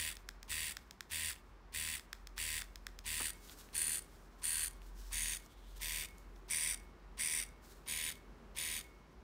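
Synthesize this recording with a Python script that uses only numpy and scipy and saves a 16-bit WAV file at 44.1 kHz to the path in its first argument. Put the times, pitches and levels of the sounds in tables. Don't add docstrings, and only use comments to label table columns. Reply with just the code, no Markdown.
import sys
import numpy as np
from scipy import signal
from scipy.fft import rfft, irfft, next_fast_len
from scipy.io import wavfile
from scipy.ndimage import map_coordinates

SR = 44100
rng = np.random.default_rng(int(sys.argv[2]) if len(sys.argv) > 2 else 0)


def transcribe(u):
    v = np.clip(np.atleast_2d(u).T, -1, 1)
    q = np.round(v * 32767).astype(np.int16)
    wavfile.write(sys.argv[1], SR, q)


def volts(x):
    e = np.asarray(x, float) / 20
    return 10 ** e


N = 407033


def unit(x):
    return x / np.sqrt(np.mean(x ** 2) + 1e-20)


def along(points, hz):
    f, v = np.transpose(points)
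    return np.interp(np.log(hz + 1), np.log(f + 1), v)


def share_along(points, hz):
    return np.clip(along(points, hz), 0, 1)


def curve(rows):
    return np.interp(np.arange(N) / SR, *np.transpose(rows))


def wobble(rate):
    return map_coordinates(rng.standard_normal(int(N * rate / SR) + 4), [np.arange(N) * rate / SR])


def noise():
    return rng.standard_normal(N)


def filtered(x, response):
    m = next_fast_len(N + SR // 2)
    return irfft(rfft(x, m) * response(np.fft.rfftfreq(m, 1 / SR)), m)[..., :N]


def modes(table):
    def response(f):
        return sum((-1) ** k * volts(db) * 1j * f * w / (c * c - f * f + 1j * f * w)
                   for k, (c, w, db) in enumerate(table))
    return response


SHAFT_HZ = 78.68
# power on [t/s], level at start [level/dB], level at end [level/dB]
BURSTS = [(-.1385, -38.5, -42.5), (.479, -41, -43), (1.095, -41, -41.5), (1.723, -41.5, -43),
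          (2.363, -41.5, -42), (3.04, -42.5, -39), (3.729, -39, -39.5), (4.417, -39, -38.5),
          (5.107, -40.5, -41), (5.793, -42, -42.5), (6.482, -39, -38.5), (7.172, -39, -39),
          (7.859, -41.5, -42), (8.548, -41.5, -43)]
RUNS = [.27, .248, .237, .263, .257, .267, .265, .265, .265, .265, .265, .265, .266, .265]
# small shift of its whole course, later or (below zero) earlier [t/ms]
SHIFT_MS = [-.4, .4, .4, .8, 1.1, 1, .2, .8, -.4, 2.2, 1.9, .4, 2.3, 1.5]
# time after power on [t/s], share of full speed [0-1], level [level/dB]
SPIN = [
    (0, .62, -25),
    (.0155, .85, -17),
    (.0166, .88, -4),
    (.032, 1, 0),
]
# time from last firm knock [t/s], share of full speed [0-1], level [level/dB]
COAST = [(-.04, 1, 0), (-.028, .82, -1), (-.02, .7, -2), (0, .62, -5), (.004, .5, -19), (.03, .33, -21),
         (.06, .2, -33), (.08, .1, -60)]


def shaft():
    turns, speed, level = np.zeros(N), np.zeros(N), np.full(N, -200.)
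    main_knock_s = .0485
    t = np.arange(round(.4 * SR)) / SR
    for (on, start_db, end_db), run, lag in zip(BURSTS, RUNS, SHIFT_MS):
        at, share, db = np.transpose(SPIN + [(run + s, *rest) for s, *rest in COAST])
        pace = np.interp(t, at, np.clip(share, 0, 1))
        angle = np.cumsum(pace) * SHAFT_HZ / SR
        burst_db = np.interp(t, at, db, right=-200) + np.interp(t, [0, run], [start_db, end_db])
        now = np.arange(len(t)) + round((on + lag / 1000) * SR)
        heard = now >= 0
        turns[now[heard]] = (angle - np.interp(main_knock_s, t, angle))[heard]
        speed[now[heard]] = pace[heard]
        level[now[heard]] = burst_db[heard]
    return turns, speed, volts(level)


def level_to_buzz(x, buzz):
    return x / np.sqrt(np.mean((x * buzz) ** 2) / np.mean(buzz ** 2))


# [f/Hz], share alike [0-1]
REPEAT = [(3000, .05), (3600, .15), (4800, .25), (6000, .1), (9000, .04)]


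def scrape(turns, running):
    track = rng.standard_normal(round(SR / SHAFT_HZ))
    same = map_coordinates(track, [turns % 1 * len(track)], mode="grid-wrap") * running
    repeated = filtered(same, lambda hz: np.sqrt(share_along(REPEAT, hz)))
    return repeated + filtered(noise(), lambda hz: np.sqrt(1 - share_along(REPEAT, hz)))


# place [share of a turn], level [level/dB], fade [turns]
KNOCKS = [
    (0, 0, .26),
    (.13, -2.5, .18),
    (.26, -2, .18),
    (.54, -1, .17),
]


def knocks(turns, speed, scatter_db, late):
    power = .025 * speed ** 2 + .04 * (turns < -2.5)
    burst = np.searchsorted([row[0] for row in BURSTS], np.arange(N) / SR) - 1
    for share, db, fade in KNOCKS:
        luck = rng.uniform(-1.7, 1.7, (64 * len(BURSTS), 2))
        row = 64 * burst + np.floor(turns - share + 0.09).astype(int) % 64
        since = (turns - share + 0.11) % 1 - .1 - late * luck[row, 0]
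        bounce_db = -25 * (1 - speed) * (0 < share < .5)
        peak_db = db + bounce_db + scatter_db * luck[row, 1]
        power = power + (since > 0) * volts(2 * peak_db - 20 * np.abs(since) / fade)
    return np.sqrt(power)


# [t/s], [level/dB]
ACCENTS = [(3.7645, -0.5), (3.779, 3), (3.79, 1), (3.816, 4.5), (3.854, -2), (3.895, -1), (3.931, 3),
           (4.441, 0.5), (5.18, 2), (5.231, 2), (6.506, 0.5), (8.573, -4.5)]


def accents():
    db, t = np.zeros(N), np.arange(round(SR / SHAFT_HZ)) / SR
    for s, lift_db in ACCENTS:
        db[round(s * SR):][:len(t)] = lift_db * np.exp(-t / .012)
    return volts(db)


# from last firm knock [t/s], against the buzz [level/dB], rise [t/s]
ROLLS = [
    [(-.031, 1.5, 0.0025), (-.0185, 0, .0026), (-.0085, -1, 0.0028), (.009, -11, 0.0012),
     (.022, -12, .0014)],
    [(-.024, 2, 0.0022), (-.0135, -1.5, 0.0024), (-.0035, 0, .0017), (.0125, -18, 0.0013),
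     (.027, -14, .0014), (.05, -22, 0.0013)],
]


def coasting():
    power, off, t = np.zeros(N + SR), np.zeros(N + SR, bool), np.arange(SR // 50) / SR
    for (on, _, end_db), run in zip(BURSTS, RUNS):
        rows = ROLLS[int(on > 3)]
        off[round((on + run + rows[0][0]) * SR):][:SR // 5] = True
        for s, db, rise in rows:
            at = round((on + run + s - rise / 3 + rng.normal(0, .0007)) * SR)
            gain = volts(end_db + db + rng.normal(0, 1.5))
            power[at:][:len(t)] += (gain * t / rise * np.exp(1 - t / rise)) ** 2
    return power[:N], off[:N]


def cam(turns, speed, buzz):
    gate = level_to_buzz(knocks(turns, speed, scatter_db=1.0, late=.012), buzz) * accents()
    last, off = coasting()
    gate = np.where(off, 1, gate)
    drag = volts(-12 - 6 * (speed < .55)) * buzz
    shake = np.where(off, np.sqrt(last + drag ** 2), buzz)
    touch = 4.5 * np.clip(np.diff(gate, prepend=0), 0, None) * (turns > -2.5) * ~off
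    rattle = gate * volts(.6 * wobble(1500)) * scrape(turns, buzz > 1e-6)
    return gate, shake, level_to_buzz(rattle + touch, buzz), off


def whirr(turns, buzz, off):
    def swell(db, turn, times=1):
        return db * np.cos(2 * times * np.pi * (turns - turn))
    poles = 3 * np.cos(2 * np.pi * (6 * turns - .05))
    hiss = volts(poles + .6 * wobble(250)) * scrape(turns, buzz > 1e-6)
    once = level_to_buzz(volts(swell(5, .2) + swell(1.5, .12, 2)) * hiss, buzz)
    twice = level_to_buzz(volts(swell(2.2, .12) + swell(5, .19, 2)) * hiss, buzz)
    return np.where(off, level_to_buzz(hiss, buzz), [once, twice])


# [f/Hz], share [0-1]
KNOCK_SHARE = [(1500, .22), (3000, .32), (4000, .42), (6000, .55), (7500, .97), (10500, .97), (11500, .35),
               (15000, .3)]
# [f/Hz], share [0-1]
RETURN_SHARE = [(2600, 1), (3400, 0), (10000, 0), (11000, 1)]
# [f/Hz], density [level/dB per Hz]
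UPRIGHT = [(820, -47), (1400, -17), (1860, -2), (2330, -1), (2580, 1), (3130, -7.5), (3500, -5),
           (4300, -12), (4660, -6), (6590, -9.5), (7840, -2), (9710, -2.5), (11100, -13.5), (15100, -10),
           (16000, -13)]
LIFTED = [(820, -44), (1400, -24), (1600, -12), (1730, -16), (3540, -19), (3840, -26), (4340, -14.5),
          (5600, -24), (6260, -11), (6870, -18), (9320, -3), (9810, -11.5), (11400, -28.5), (12900, -14),
          (16000, -30)]
LOWERED = [(820, -55), (1400, -24), (1600, -13.5), (2130, -5), (3040, -14), (3500, -9.5), (4660, -11),
           (5320, -15.5), (6390, -1), (7150, -10.5), (8860, -5), (9420, -4.5), (10900, -17), (12900, -15),
           (16000, -19)]
CUPPED = [(820, -48), (1400, -22), (1600, -12), (2130, 0.5), (3070, -7), (3610, -4.5), (4120, -16),
          (4470, -8), (7220, -8), (8680, -3), (9710, -11), (11200, -13), (12000, -15), (13200, -7.5),
          (16000, -14.5)]
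TILTED = [(820, -56), (1400, -23.5), (2130, -1.5), (3010, -14), (3760, -11.5), (4210, -23), (4660, -10.5),
          (5830, -5), (7080, -18.5), (7680, -5.5), (9320, -0.5), (11000, -21), (12800, -14.5), (15500, -19),
          (16000, -33)]
TURNED = [(820, -41), (1400, -23), (1600, -13.5), (2170, 0.5), (2630, -7), (4210, -4.5), (4610, -9.5),
          (5830, -8), (6870, -5.5), (7450, -11), (9420, -3.5), (11000, -21.5), (12900, -9), (15100, -14),
          (16000, -28)]
GRIPS = [UPRIGHT, LIFTED, LOWERED, CUPPED, TILTED, TURNED]
# [f/Hz], width [f/Hz], [level/dB]
DENTS = [
    [(2500, 240, -5), (5230, 300, -1.5), (6700, 250, -2.5), (12450, 200, -2), (13000, 250, 1.5),
     (13800, 400, -2.5), (14500, 250, 2)],
    [(2500, 280, -0.5), (4040, 150, 2), (6120, 140, -6), (7320, 250, 2), (11100, 260, 4), (11630, 150, -13),
     (14500, 250, -4), (15500, 300, 2.5)],
    [(4100, 170, -10), (6100, 140, -14), (9800, 150, -4), (13000, 250, 3)],
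    [(5900, 150, 4.5), (7350, 150, -3), (8700, 200, 3), (12450, 200, -3), (13000, 250, 4)],
    [(5350, 140, -8), (9850, 170, -6), (10800, 130, -10), (11150, 200, 5), (14400, 300, -3)],
    [(4160, 150, -11.5), (5800, 200, -7), (7400, 180, -5), (8000, 150, 5), (9400, 120, 7)],
]
# [f/Hz], width [f/Hz], [level/dB]
SHELL = [(986, 50, 14), (3510, 730, 3.5), (4560, 260, 3.5), (7000, 135, 2), (7900, 140, 2.5),
         (8740, 290, 1.5), (10260, 300, 4), (12660, 250, 6.5), (14750, 340, 6)]


def housing(shake, knock, whirrs, grip):
    def whirr_split(hz):
        back = share_along(RETURN_SHARE, hz)
        return np.sqrt(1 - share_along(KNOCK_SHARE, hz)) * [1 - back, back]

    def colours(hz):
        spectra = []
        for spectrum, dents in zip(GRIPS, DENTS):
            bumps = sum(db * np.exp(-((hz - c) / w) ** 2) for c, w, db in SHELL + dents)
            spectra.append(unit(volts(along(spectrum, hz) + bumps)))
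        return np.array(spectra)

    drive = filtered(shake * knock, lambda hz: np.sqrt(share_along(KNOCK_SHARE, hz)))
    drive += filtered(shake * whirrs, whirr_split).sum(axis=0)
    return sum(np.clip(1 - np.abs(grip - k), 0, 1) * x for k, x in enumerate(filtered(drive, colours)))


def motor_lines(turns, orders):
    k, db = np.arange(len(orders)) + 2, np.array(orders)
    cycle = np.arange(4096)[:, None] / 4096
    phase = 1.26 * rng.standard_normal(len(k)) + 0.5 * rng.standard_normal((2, 1, len(k)))
    one, other = (volts(db) * np.sin(2 * np.pi * k * (cycle - .17) + phase)).sum(axis=2)
    mix, at = .5 + .5 * np.tanh(wobble(15)), (turns % 1 * 4095).astype(int)
    return (mix * one[at] + (1 - mix) * other[at]) / one.std()


# [f/Hz], width [f/Hz], [level/dB]
RINGS = [
    (2194, 2.8, 36),
    (2205, 5, 25),
    (9540, 420, 5.5),
    (9480, 18, 9),
]
RING_DB = [0, 0, -2, -3, 0, 4, -2, -2, 1, 0, -2, -1, -3, 0]


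def low_rings(low):
    strike = volts(-11) * noise()
    stops = np.array([on + run for (on, *_), run in zip(BURSTS, RUNS)])
    stop_gain = volts(35 + np.array(RING_DB))
    strike[np.round(stops * SR).astype(int)] = stop_gain
    strike[np.round((stops + .032) * SR).astype(int)] = volts(19) * stop_gain * (stops > 3)
    struck = [RINGS[0], RINGS[1], RINGS[3]]
    return filtered(low * strike, lambda hz: sum(modes([ring])(hz) for ring in struck))


# time after power on [t/s], against the buzz [level/dB]
GROAN = [(-.001, -60), (0, -27), (.005, -17), (.014, -15), (.02, -19), (.03, -40)]
# [f/Hz], density [level/dB per Hz]
GROAN_COLOUR = [(600, -32), (1000, 6.5), (1400, -10.5), (2200, -1), (4500, -3), (6500, -6), (8000, -22),
                (16000, -30)]


def start_up():
    level = curve([(on + s, start_db + db) for on, start_db, _ in BURSTS for s, db in GROAN])
    out = volts(level) * unit(filtered(noise(), lambda hz: volts(along(GROAN_COLOUR, hz))))
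    t = np.arange(SR // 200) / SR
    for on, start_db, _ in BURSTS[1:]:
        bright = np.diff(rng.standard_normal(len(t) + 2), 2) / 2.5
        out[round(on * SR):][:len(t)] += volts(start_db - 14.5 - 60 * t / .006) * bright
    return out


# [t/s], grip number
HOLD = [(3.1, 0), (3.45, 1), (4.8, 1), (5, 2), (5.5, 2), (5.7, 3), (6.2, 3), (6.4, 4), (7.5, 4), (7.8, 5)]
# shaft hum, motor lines, low ring, high ring [level/dB]
CARRY = [
    (-14.5, -7, -25.5, -7.5),
    (-24.5, -12, -33.5, 2.5),
    (-21, -8.5, -29.5, 0.5),
    (-20.5, -9.5, -21.5, -5),
    (-27, -12.5, -27, 0.5),
    (-21, -9.5, -21, -3),
]
LOW_ORDERS = [-7, -8.5, -23, -23.5, -20, -11.5, -17.5, -16, -36.5, -39, -9.5, -6.5, -17.5, -17.5, -17,
              -18.5, -34, -25.5]
HIGH_ORDERS = [
    (-5.0, -3.0, -20.0, -5.0, 5.0, -4.0, 4.0, -4.0, -2.0, -18.0, -2.0, -21.0, 2.0, -1.0, -1.0, -2.0, -10.0, -0.0, -9.0, -10.0, -9.0, -5.0, -6.0, -4.0, -1.0, -7.0, -17.0, -8.0, -7.0, -6.0, -12.0, -14.0, -6.0, -14.0, -16.0, -14.0, -10.0, -3.0, -19.0, -3.0, -9.0, -4.0),
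    (-8.0, -5.0, -9.0, -9.0, -0.0, -2.0, -7.0, -0.0, -2.0, -4.0, -4.0, -6.0, -2.0, -5.0, -8.0, -8.0, -18.0, -7.0, -24.0, -22.0, -12.0, -11.0, -17.0, -5.0, -8.0, -15.0, -9.0, -20.0, -20.0, -10.0, -22.0, -14.0, -27.0, -19.0, -18.0, -15.0, -21.0, -7.0, -20.0, -5.0, -21.0, -6.0),
]


def pen():
    turns, speed, buzz = shaft()
    gate, shake, knock, off = cam(turns, speed, buzz)
    grip = curve(HOLD)
    body = housing(shake, knock, whirr(turns, buzz, off), grip)
    hum_gain, lines, low, high = (buzz * volts(np.interp(grip, np.arange(len(CARRY)), db))
                                  for db in np.transpose(CARRY))
    shaft_hum = np.sqrt(2) * hum_gain * np.sin(2 * np.pi * turns)
    upright, tilted = (motor_lines(turns, [*LOW_ORDERS, *orders]) for orders in HIGH_ORDERS)
    tilt = np.clip(grip / 3, 0, 1)
    motor = lines * speed ** 2 * ((1 - tilt) * upright + tilt * tilted)
    hits = high * shake / (buzz + 1e-9) * level_to_buzz(knock * np.sqrt(gate), buzz)
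    high_ring = filtered(hits, lambda hz: modes(RINGS[2:3])(hz) ** 2)
    return body + motor + shaft_hum + low_rings(low) + high_ring + start_up()


# [t/s], [f/Hz], [level/dB]
HUM_RISING = [(0.0, 45.36, -59.9), (1.3, 45.54, -71.0), (2.6, 45.57, -66.4), (3.9, 42.76, -71.0),
              (5.2, 44.58, -52.9), (6.5, 45.54, -55.9), (7.8, 46.75, -61.5), (9.23, 47.53, -63.4)]
HUM_SAGGING = [(0.0, 44.27, -59.2), (1.3, 44.77, -67.1), (2.6, 43.84, -53.9), (3.9, 43.58, -65.7),
               (5.2, 43.53, -54.9), (6.5, 43.19, -64.2), (7.8, 43.17, -71.0), (9.23, 42.78, -69.8)]


def hum():
    out = np.zeros(N)
    for rows, start_turns in [(HUM_RISING, .55), (HUM_SAGGING, 0)]:
        s, hz, db = np.transpose(rows)
        turns = start_turns + np.cumsum(curve(np.c_[s, hz])) / SR
        out += volts(curve(np.c_[s, db]) + .8 * wobble(4)) * np.sqrt(2) * np.sin(2 * np.pi * turns)
    return volts(.3) * out


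# [f/Hz], density [level/dB per Hz]
AIR = [(25, -25), (35, -13.5), (60, 0), (76, -8), (118, -15), (189, -13.5), (323, -17), (371, -14),
       (448, -21), (515, -22), (1110, -19), (1950, -27), (3420, -36), (5590, -39), (14200, -67),
       (16000, -66)]
# [t/s], [level/dB]
DRONE = [(0.0, -71), (0.23, -71), (2.39, -70), (3.96, -62), (4.34, -69.5), (8.51, -60.5), (9.23, -65)]
# [f/Hz], width [f/Hz], [level/dB]
DRONE_MODES = [(164.5, 81, -2), (238.4, 23, 2.5), (372, 142, -3.5)]


def background():
    air = volts(-62 + .7 * wobble(2.82)) * unit(filtered(noise(), lambda hz: volts(along(AIR, hz))))
    drone_db = curve(DRONE) - 2.5 + 0.51 * wobble(2.88)
    drone = volts(drone_db) * unit(filtered(noise(), modes(DRONE_MODES)))
    hiss = volts(-88.5) * noise()
    return hiss + air + drone + hum()


# [t/s], peak [level/dB]
PRESSES = [(0.2875, -33), (.521, -35), (0.7673, -33), (1.0056, -33), (1.306, -35.5), (1.8727, -39),
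           (1.994, -42), (2.1283, -32.5), (2.378, -31.5), (2.618, -33.5), (2.866, -32.5)]
# [t/s], peak [level/dB]
RELEASES = [(.167, -39.5), (0.428, -39), (0.908, -38.5), (1.3297, -43), (2.27, -38), (2.756, -37.5),
            (2.988, -38)]
# [f/Hz], width [f/Hz], pressed [level/dB], released [level/dB]
CAP_MODES = [(1800, 850, 22.5, 10), (2560, 220, 11, 9), (3540, 600, 17, 11), (4200, 570, 13, 12),
             (5300, 700, 21, 21), (6350, 500, 13, 17), (7150, 500, 14, 11), (7950, 450, 12, 10),
             (9740, 450, 9, 11), (10550, 300, 10, 4), (11450, 450, 7, 2), (13130, 300, -5, 2),
             (14200, 800, 8, 11)]
# [f/Hz], width [f/Hz]
CAP_NOTCHES = [(2900, 350), (4680, 160), (5900, 200), (8700, 300), (11000, 250), (12200, 400)]


def button():
    out, t = np.zeros(N), np.arange(round(0.0064 * SR)) / SR
    hz, width, *levels = np.transpose(CAP_MODES)
    step_s, step_share = .00058, .45

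    def buckling(f):
        gaps = np.prod([(c * c - f * f + .12j * f * w) / (c * c - f * f + 1j * f * w)
                        for c, w in CAP_NOTCHES], axis=0)
        top = volts(np.interp(f, [15900, 16500, 16800], [0, -8, -40]))
        step = np.exp(-2j * np.pi * f * step_s)
        steps = (step - step_share) / (1 - step_share * step)
        low_cut = (f * f / (1450 ** 2 - f * f + 1500j * f)) ** 2
        return gaps * top * steps * low_cut

    for events, level, sign in zip([PRESSES, RELEASES], levels, [1, -1]):
        def cap(f):
            return sum(modes([mode])(f) * mode[0] / (1j * f + 1) for mode in zip(hz, width, level))
        snaps = np.zeros(N)
        for s, db in events:
            snaps[round((s + .0013) * SR)] += sign * volts(db + 1)
            snaps[round((s + .0153) * SR)] += volts(db - 29)
            snaps[round((s + .0225) * SR)] += volts(db - 23)
            rattle = volts(db - 34 - 60 * t / .012) * rng.standard_normal(len(t))
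            snaps[round((s + .001) * SR):][:len(t)] += rattle
        out += filtered(snaps, lambda f: buckling(f) * cap(f))
    return out


# loudest [t/s], [level/dB], rise [t/s], fall [t/s]
MOVES = [(2.84, -75, .15, .1), (3.44, -62, .03, .3), (3.49, -59, 0.25, 0.31), (3.61, -59, .1, 0.16),
         (4.15, -69.5, 0.64, 0.47), (4.39, -73, .15, 0.11), (4.87, -67.5, .15, 0.12),
         (5.02, -60, 0.14, 0.37), (5.466, -64, 0.32, 0.018), (5.54, -71, .3, 0.043),
         (5.78, -64.5, 0.32, .1), (6.2, -73.5, 0.17, 0.36), (6.38, -77, 0.15, 0.23), (7.65, -60, 0.038, .2),
         (7.72, -65, .1, 0.19), (9.12, -79.5, 0.078, 0.11)]


def sliding():
    t = np.arange(0, N / SR, .001)
    after_buzz = [(on + run, -67, .01, .2) for (on, *_), run in zip(BURSTS, RUNS)]
    after_click = [(s, db - 39, .002, .24) for s, db in PRESSES + RELEASES]
    power = sum(volts(2 * db - 43.0 * np.maximum((s - t) / rise, (t - s) / fall))
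                for s, db, rise, fall in MOVES + after_buzz + after_click)
    return curve(np.c_[t, np.sqrt(power)])


# [f/Hz], density [level/dB per Hz]
GLOVE = [(880, -31.5), (1500, -4.5), (2060, -14), (4000, -7.5), (8160, -8), (11900, -13.5), (14100, -9),
         (16000, -14)]
# rows of ([t/s], [level/dB]), then [f/Hz], width [f/Hz]
RUB = [
    ([(5.45, -85), (5.5, -75), (5.555, -73), (5.6, -80), (5.655, -71), (5.69, -76), (5.75, -72), (5.8, -80), (5.81, -120)], 3400, 700),
    ([(4.95, -90), (5, -76), (5.04, -70), (5.07, -77), (5.1, -72), (5.12, -90), (5.13, -120)], 5500, 800),
]
# [t/s], peak [level/dB], [f/Hz]
TICKS = [(1.362, -45, 2830), (1.3843, -57, 3470), (3.488, -50, 3430), (3.4965, -41, 3500),
         (3.6115, -49, 5190), (3.6115, -52, 3900), (3.689, -53, 2660), (3.689, -55, 1900),
         (4.819, -50, 2730), (4.819, -62, 3400), (4.819, -60, 1900), (3.527, -52, 3600), (3.514, -55, 7400),
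         (3.59, -54.5, 6300), (5.462, -54, 6800), (5.462, -53, 5900), (5.462, -60, 10100),
         (5.462, -55, 1300), (6.151, -63, 5200), (6.155, -63, 2700), (6.183, -53, 11200),
         (6.183, -55, 9200), (6.801, -53, 5700), (6.801, -56, 8200), (6.183, -52, 7400),
         (6.3605, -57, 5600), (6.364, -55, 3400), (7.49, -55, 5700), (7.49, -63, 8000)]
# [t/s], [level/dB], [f/Hz]
THUMP = [(3.2, -39, 1180), (3.2045, -41, 1500), (3.204, -45.5, 370), (3.215, -50.5, 970)]


def gloves():
    grain = volts(2.2 * wobble(40) + 0.92 * wobble(600)) * noise()
    out = sliding() * unit(filtered(grain, lambda hz: volts(along(GLOVE, hz))))
    for rows, hz, width in RUB:
        out += volts(curve([(0, -120), *rows])) * unit(filtered(grain, modes([(hz, width, 0)])))
    t = np.arange(SR // 20) / SR
    for s, db, hz in TICKS:
        tick = np.sin(2 * np.pi * hz * t) + .3 * rng.standard_normal(len(t))
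        out[round(s * SR):][:len(t)] += volts(db + 3 - 60 * t / .0038) * tick
    for s, db, hz in THUMP:
        resonator = [1, -2 * .97 * np.cos(2 * np.pi * hz / SR), .97 ** 2]
        puff = unit(signal.lfilter([1], resonator, rng.standard_normal(len(t))))
        out[round(s * SR):][:len(t)] += volts(db - 60 * t / 0.064) * (1 - np.exp(-t / 0.0018)) * puff
    return out


# [f/Hz], time to fall 60 dB [t/s]
ROOM = [(500, 0.65), (2500, 0.37), (9000, 0.21), (15000, 0.23)]


def room(x):
    hz, t, z = signal.stft(rng.standard_normal(SR // 2), SR, nperseg=256)
    tail = signal.istft(z * volts(-60 * t / along(ROOM, hz)[:, None]), SR, nperseg=256)[1]
    return signal.fftconvolve(np.pad(x, (500, 0)), tail / np.linalg.norm(tail))[:N]


def scene():
    buzz, clicks = pen(), button()
    steady = buzz + volts(-17.5) * room(buzz + clicks) + gloves() + background()
    dulled = filtered(steady, lambda hz: volts(np.interp(hz, [15700, 16000, 16680, 16800],
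                                                       [0, -33.5, -47.5, -46.5])))
    return (dulled + clicks)[None]


def roll_off(x):
    return signal.sosfilt(signal.butter(12, 16800, fs=SR, output="sos"), x)


def record(dry):
    return roll_off(dry)


dry = scene()
out = record(dry)
transcribe(out)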